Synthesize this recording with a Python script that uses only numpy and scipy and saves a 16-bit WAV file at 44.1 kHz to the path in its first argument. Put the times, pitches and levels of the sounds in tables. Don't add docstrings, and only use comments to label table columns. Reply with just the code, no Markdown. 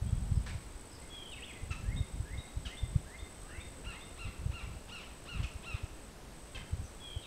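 import sys
import numpy as np
from scipy import signal
from scipy.fft import rfft, irfft
from scipy.io import wavfile
from scipy.ndimage import uniform_filter1d

SR = 44100
rng = np.random.default_rng(int(sys.argv[2]) if len(sys.argv) > 2 else 0)


def persist_wave(psi):
    counts = np.round(np.clip(psi, -1, 1) * 32767).astype(np.int16)
    wavfile.write(sys.argv[1], SR, np.atleast_2d(counts).T)


N = 320428
TIME = np.arange(N) / SR


def songbird(whistle_s=.2, top_hz=3368, sag_hz=331.6, attack_s=.06, fade_db_per_s=45,
             rise_s=.125, hook_s=.044):
    # t/s, level/dB
    whistles = [(1.092, -51), (6.995, -51)]
    # t/s, length/s, first f/Hz, last f/Hz, level/dB
    slides = [(0.06, 0.042, 3180, 3450, -64), (1.015, 0.047, 2004, 2180, -63.5),
              (1.317, 0.026, 3860, 3530, -56.5), (1.318, 0.0325, 2994, 2500, -49.5),
              (1.371, 0.031, 2370, 1835, -55.5), (1.42, 0.031, 2434, 3720, -48),
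              (1.493, 0.0294, 2605, 1990, -52), (1.552, 0.033, 1977, 2063, -56.5),
              (7.232, 0.031, 2950, 2460, -58)]
    # hook t/s, rise level/dB, hook level/dB, hook f/Hz
    syllables = [(1.961, -53.5, -52, 3705), (2.374, -53, -53, 3796), (2.769, -53.5, -52, 3594),
                 (3.184, -53, -57, 3640), (3.6, -60, -55.5, 3660), (4.005, -55, -56.5, 3650)]
    # share of length, f/Hz, level/dB
    rise_shape = [(0, 1561, -7.5), (.45, 1863, -8.5), (.75, 2130, 1.5), (1, 2167, -18)]
    # share of length, pitch ratio, level/dB
    hook_shape = [(0, .9, -2), (.22, .99, 0), (.5, 1, -1), (1, 1, -7)]
    out = np.zeros(N)
    for start, db in whistles:
        share = progress(whistle_s)
        t = share * whistle_s
        attack = np.minimum(t / attack_s, 1) ** .5
        gain = attack * from_db(db - fade_db_per_s * np.maximum(t - attack_s, 0))
        hz = top_hz - sag_hz * share ** 1.4
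        add(out, start, syrinx(hz, [gain], jitter=.018, edge=.1))
        add(out, start, syrinx(.738 * hz, [from_db(-16) * gain], jitter=.011, edge=.43))
    for start, length, first_hz, last_hz, db in slides:
        hz = first_hz * (last_hz / first_hz) ** progress(length)
        add(out, start, syrinx(hz, [from_db(db)], jitter=.027, edge=.26))
    for start, rise_db, hook_db, hook_hz in syllables:
        hz, swell_db = follow(rise_shape, progress(rise_s))
        add(out, start - rise_s, syrinx(hz, [from_db(rise_db + swell_db)], jitter=.02, edge=.14))
        ratio, swell_db = follow(hook_shape, progress(hook_s))
        add(out, start, syrinx(hook_hz * ratio, [from_db(hook_db + swell_db)], jitter=.016, edge=.15))
    return out


def water_bird_yelps(rasp_db=-1):
    # t/s, length/s, top f/Hz, level/dB, boost of harmonic 1/dB, boost step for upper ones/dB
    calls = [(3.835, 0.14, 1442, -51, -4, -3), (4.16, 0.15, 1399, -54, -2.5, 0),
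             (4.503, .16, 1410, -52.5, -2, 0), (4.878, 0.18, 1421, -52.5, -4, 2.5),
             (5.247, .18, 1426, -52, -3.5, 1), (5.622, 0.18, 1393, -50.5, -5, 0)]
    # share of length, pitch ratio, level/dB, hoarseness 0-1
    arch = [(0, .5, -10, .7), (.11, .66, -3, .6), (.18, .88, -1, .3), (.27, .995, 1.5, .1),
            (.38, .99, 3, .1), (.53, .935, 2, .2), (.68, .87, -.5, .6), (.84, .76, -2.5, .9),
            (1, .66, -7, .95)]
    # f/Hz, level/dB
    throat = [(500, -5), (950, -3.5), (1400, -4), (1900, -4.5), (2350, -4.5), (2750, 1), (3300, -6),
              (4200, -13), (5500, -20), (7000, -26), (9000, -27)]
    out = np.zeros(N)
    harmonic = np.arange(1, 9)[:, None]
    rasp = coloured_noise(throat)
    for start, length, top_hz, db, low_db, bright_db in calls:
        ratio, swell_db, hoarse = follow(arch, progress(length))
        hz = top_hz * ratio
        size = len(hz)
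        tone_db = low_db * (harmonic == 1) + bright_db * np.clip(harmonic - 2, 0, 2)
        flicker_db = np.array([drift(110, size) for _ in harmonic]) * (2.5 + 1.5 * (harmonic > 2))
        loss_db = 3.5 * hoarse * np.clip(harmonic - 1, 0, 2)
        gains = gain_at(throat, harmonic * hz) * from_db(db + swell_db + tone_db + flicker_db - loss_db)
        wobble = 1 + (.006 + .02 * hoarse) * drift(90, size)
        add(out, start, syrinx(hz * wobble, gains, jitter=.006 + .06 * hoarse, edge=.12))
        breath = rasp[int(start * SR):][:size] * signal.windows.tukey(size, .2)
        add(out, start, from_db(db + swell_db + rasp_db) * hoarse * breath)
    return out


def water_bird_clucks(throat_width_hz=330, body_hz=2400, body_db=-12, hiss_db=-16):
    # t/s, length/s, first f/Hz, fall/octaves, level/dB, throat f/Hz, rasp 0-1
    calls = [(.461, 0.019, 513, 0.032, -46, 1330, 0.89), (.463, 0.011, 510, -0.24, -56, 4080, 0.5),
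             (0.471, 0.049, 489, 0.15, -52, 2400, 0.9), (1.706, 0.03, 1348, 0.066, -46.5, 2580, 0.65),
             (1.706, 0.0317, 1380, 0.12, -50.5, 1370, 0.67), (2.651, 0.033, 1743, 0.53, -46.5, 2960, 0.56),
             (4.271, 0.017, 1057, 0.064, -58, 2100, 0.2), (5.427, 0.0265, 1616, 0.39, -46, 2600, 0.68),
             (6.547, 0.02, 545, 0.11, -46, 2960, 0.08), (6.568, 0.016, 481, 0.31, -50, 2089, 0.43)]
    out = np.zeros(N)
    for start, length, first_hz, fall, db, throat_hz, rasp in calls:
        hz = first_hz * 2 ** (-fall * progress(length))
        harmonics_hz = np.arange(1, int(10000 / first_hz))[:, None] * hz
        throat = 1 / (1 + ((harmonics_hz - throat_hz) / throat_width_hz) ** 2)
        gains = throat + from_db(body_db) / np.hypot(1, harmonics_hz / body_hz)
        gains /= np.sqrt(np.mean(np.sum(gains ** 2, axis=0)))
        reed = syrinx(hz, gains, jitter=.042 * rasp, edge=.1)
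        noise = rng.standard_normal(len(hz))
        hiss = from_db(hiss_db) * resonate(noise, 5500, width_hz=4000)
        breath = unit_level(resonate(noise, throat_hz, width_hz=1300) + hiss)
        breath *= signal.windows.tukey(len(hz), .5)
        add(out, start, from_db(db) * (np.sqrt(1 - rasp ** 2) * reed + rasp * breath))
    return out


def far_birds():
    # t/s, length/s, first f/Hz, last f/Hz, level/dB
    calls = [(.35, 0.036, 5120, 5020, -66), (0.913, 0.059, 5240, 4980, -62), (3.479, 0.15, 1540, 2454, -58),
             (3.417, 0.17, 1100, 1605, -63.5), (3.492, 0.131, 2825, 2610, -62.5),
             (6.837, 0.039, 6200, 6050, -62), (7.221, 0.044, 3920, 3500, -58)]
    out = np.zeros(N)
    for start, length, first_hz, last_hz, db in calls:
        hz = first_hz + (last_hz - first_hz) * progress(length)
        add(out, start, syrinx(hz, [from_db(db)], jitter=.05, edge=.24))
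    return out


def syrinx(hz, gains, jitter, edge):
    phase = 2 * np.pi * np.cumsum(hz * (1 + jitter * drift(721, len(hz)))) / SR
    tone = sum(gain * np.sin(k * phase) for k, gain in enumerate(gains, 1))
    return np.sqrt(2) * tone * signal.windows.tukey(len(hz), edge)


def katydids(farther_db=-5, fade_s=.056):
    # start t/s, end t/s, level/dB
    pair_spells = [(0, 4.3, -61), (4.3, 6.1, -63.5), (6.33, 7.4, -63)]
    # start t/s, end t/s, level/dB
    high_spells = [(1.3, 2.7, -79), (2.7, 4.32, -70), (4.32, 6.12, -79), (6.12, 7.4, -72)]
    near = wing_buzz(pitch_ratio=1, strokes_per_s=53.3, unevenness=.17)
    farther = wing_buzz(pitch_ratio=1, strokes_per_s=66.7, unevenness=.02)
    high = wing_buzz(pitch_ratio=1.046, strokes_per_s=84.4, unevenness=.02)
    pair = unit_level(near + from_db(farther_db) * farther)
    return spells(pair_spells, fade_s) * pair + spells(high_spells, fade_s) * high


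def wing_buzz(pitch_ratio, strokes_per_s, unevenness, sounding_share=.63):
    # share of length, f/Hz, level/dB
    stroke = [(0, 7750, -11), (.25, 8060, -2), (.45, 8200, 0), (.65, 8060, -2), (.82, 7770, -6),
              (1, 7500, -10)]
    out = np.zeros(N)
    hz, swell_db = follow(stroke, progress(sounding_share / strokes_per_s))
    phase = 2 * np.pi * np.cumsum(hz * pitch_ratio) / SR
    shape = from_db(swell_db) * signal.windows.tukey(len(hz), .2)
    gaps, forces, speeds, offsets = rng.standard_normal((800, 4)).T
    starts = np.cumsum(np.maximum(1 + unevenness * gaps, .5)) / strokes_per_s
    for start, force, speed, offset in zip(starts, forces, speeds, offsets):
        tone = np.sin(phase * (1 + .004 * speed) + np.pi * offset)
        add(out, start, shape * from_db(1.5 * force) * tone)
    return unit_level(out)


def wind(breeze_db=-55, lumpy_db=3, puff_boost_db=.5):
    # start t/s, end t/s, level/dB
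    gusts = [(0.04, .4, -36.5), (.4, .58, -47), (1.62, 1.84, -47.5), (1.84, 2.03, -38.5),
             (2.13, 2.24, -41.5), (2.31, 2.41, -43), (2.56, 2.68, -44.5), (2.82, 3.0, -42.5),
             (3.79, 3.92, -49), (4.25, 4.31, -41.5), (4.4, 4.56, -42), (4.63, 4.77, -48), (5.33, 5.45, -41),
             (6.55, 6.63, -48), (6.72, 6.85, -42.5)]
    # f/Hz, relative level/dB
    rumble = [(15, -22), (28, -2), (55, 5.5), (85, -3.5), (130, -6), (200, -12.5), (320, -31), (1200, -100)]
    # t/s, level/dB
    puffs = [(0.013, -25), (0.132, -19.5), (0.321, -20.5), (0.378, -19), (0.556, -26), (0.76, -40.5),
             (1.635, -31), (1.713, -26.5), (1.889, -26), (2.01, -23.5), (2.205, -24.5), (2.386, -30),
             (2.575, -28.5), (2.837, -25.5), (2.962, -16), (3.231, -34.5), (3.588, -33), (4.257, -29),
             (4.464, -22.5), (4.502, -27.5), (4.679, -31), (5.405, -23.5), (5.561, -33), (5.749, -26),
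             (5.84, -28), (6.735, -24.5), (6.8, -29.5), (7.17, -28)]
    flow = from_db(breeze_db) + spells(gusts, fade_s=.033)
    out = flow * from_db(lumpy_db * drift(25, N)) * coloured_noise(rumble)
    t = np.arange(-SR // 40, SR // 40) / SR
    usual_db = np.mean([db for _, db in puffs])
    for middle, db in puffs:
        speed = 70 * 2 ** (.041 * (db - usual_db))
        swing = np.pi * speed * t
        thump = np.exp(-.55 * swing ** 2) * np.cos(2.22 * swing + rng.uniform(-1.7, 1))
        add(out, middle + t[0], from_db(db + puff_boost_db) * thump)
    return out


def among_trees(sound, echo_db, decay_s, build_s, tail_db=-23, dull_hz=7000):
    t = TIME[:SR]
    far_bank = from_db(tail_db - 30 * t)
    shape = (1 - np.exp(-t / build_s)) * (from_db(-60 * t / decay_s) + far_bank)
    spectrum = rfft(rng.standard_normal(SR) * shape)
    spectrum /= np.sqrt(uniform_filter1d(np.abs(spectrum) ** 2, size=90))
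    echoes = irfft(spectrum, SR)[t < .9]
    heard = sound + from_db(echo_db) * signal.fftconvolve(sound, echoes)[:N]
    return signal.sosfilt(signal.butter(3, dull_hz, fs=SR, output="sos"), heard)


def distant_woods(level_db=-52):
    # f/Hz, relative level/dB
    wash = [(30, 5.5), (120, -4), (250, -2.5), (500, -6), (1000, -11), (2000, -16.5), (4000, -20),
            (7000, -22.5), (9000, -24.5), (12000, -29.5), (15500, -36.5)]
    return from_db(level_db) * coloured_noise(wash)


def from_db(db):
    return 10 ** (np.asarray(db) / 20)


def unit_level(sound):
    return sound / np.sqrt(np.mean(sound ** 2) + 1e-20)


def progress(length):
    return np.linspace(0, 1, int(length * SR))


def follow(rows, at):
    first, *columns = np.transpose(rows)
    return [np.interp(at, first, column) for column in columns]


def add(track, start_s, sound):
    start = max(int(start_s * SR), 0)
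    track[start:start + len(sound)] += sound[:max(N - start, 0)]


def drift(points_per_s, size):
    points = rng.standard_normal(4000)
    return np.interp(np.arange(size) / SR * points_per_s, np.arange(len(points)), points)


def gain_at(spectrum, hz):
    points_hz, db = np.transpose(spectrum)
    return from_db(np.interp(np.log(hz + 1), np.log(points_hz), db))


def coloured_noise(spectrum):
    gain = gain_at(spectrum, np.arange(N // 2 + 1) * SR / N)
    return unit_level(irfft(rfft(rng.standard_normal(N)) * gain, N))


def resonate(sound, hz, width_hz):
    r = np.exp(-np.pi * width_hz / SR)
    feedback = [1, -2 * r * np.cos(2 * np.pi * hz / SR), r * r]
    return signal.lfilter(np.array([1, 0, -1]) * (1 - r * r) / 2, feedback, sound)


def spells(rows, fade_s):
    gain = sum(from_db(db) * (TIME >= start) * (TIME < end) for start, end, db in rows)
    return uniform_filter1d(gain, size=int(fade_s * SR))


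def scene():
    song = among_trees(songbird(), echo_db=-1, decay_s=.6, build_s=.0073)
    yelps = among_trees(water_bird_yelps(), echo_db=-3.5, decay_s=.68, build_s=.015)
    clucks = among_trees(water_bird_clucks(), echo_db=-1, decay_s=.44, build_s=.0053)
    far = among_trees(far_birds(), echo_db=-2.5, decay_s=.62, build_s=.0064)
    insects = among_trees(katydids(), echo_db=-7, decay_s=.2, build_s=.01, dull_hz=14000)
    return (song + yelps + clucks + far + insects + wind() + distant_woods())[None]


def record(dry):
    return signal.sosfilt(signal.ellip(12, .1, 70, 15700, fs=SR, output="sos"), dry)


dry = scene()
out = record(dry)
persist_wave(out)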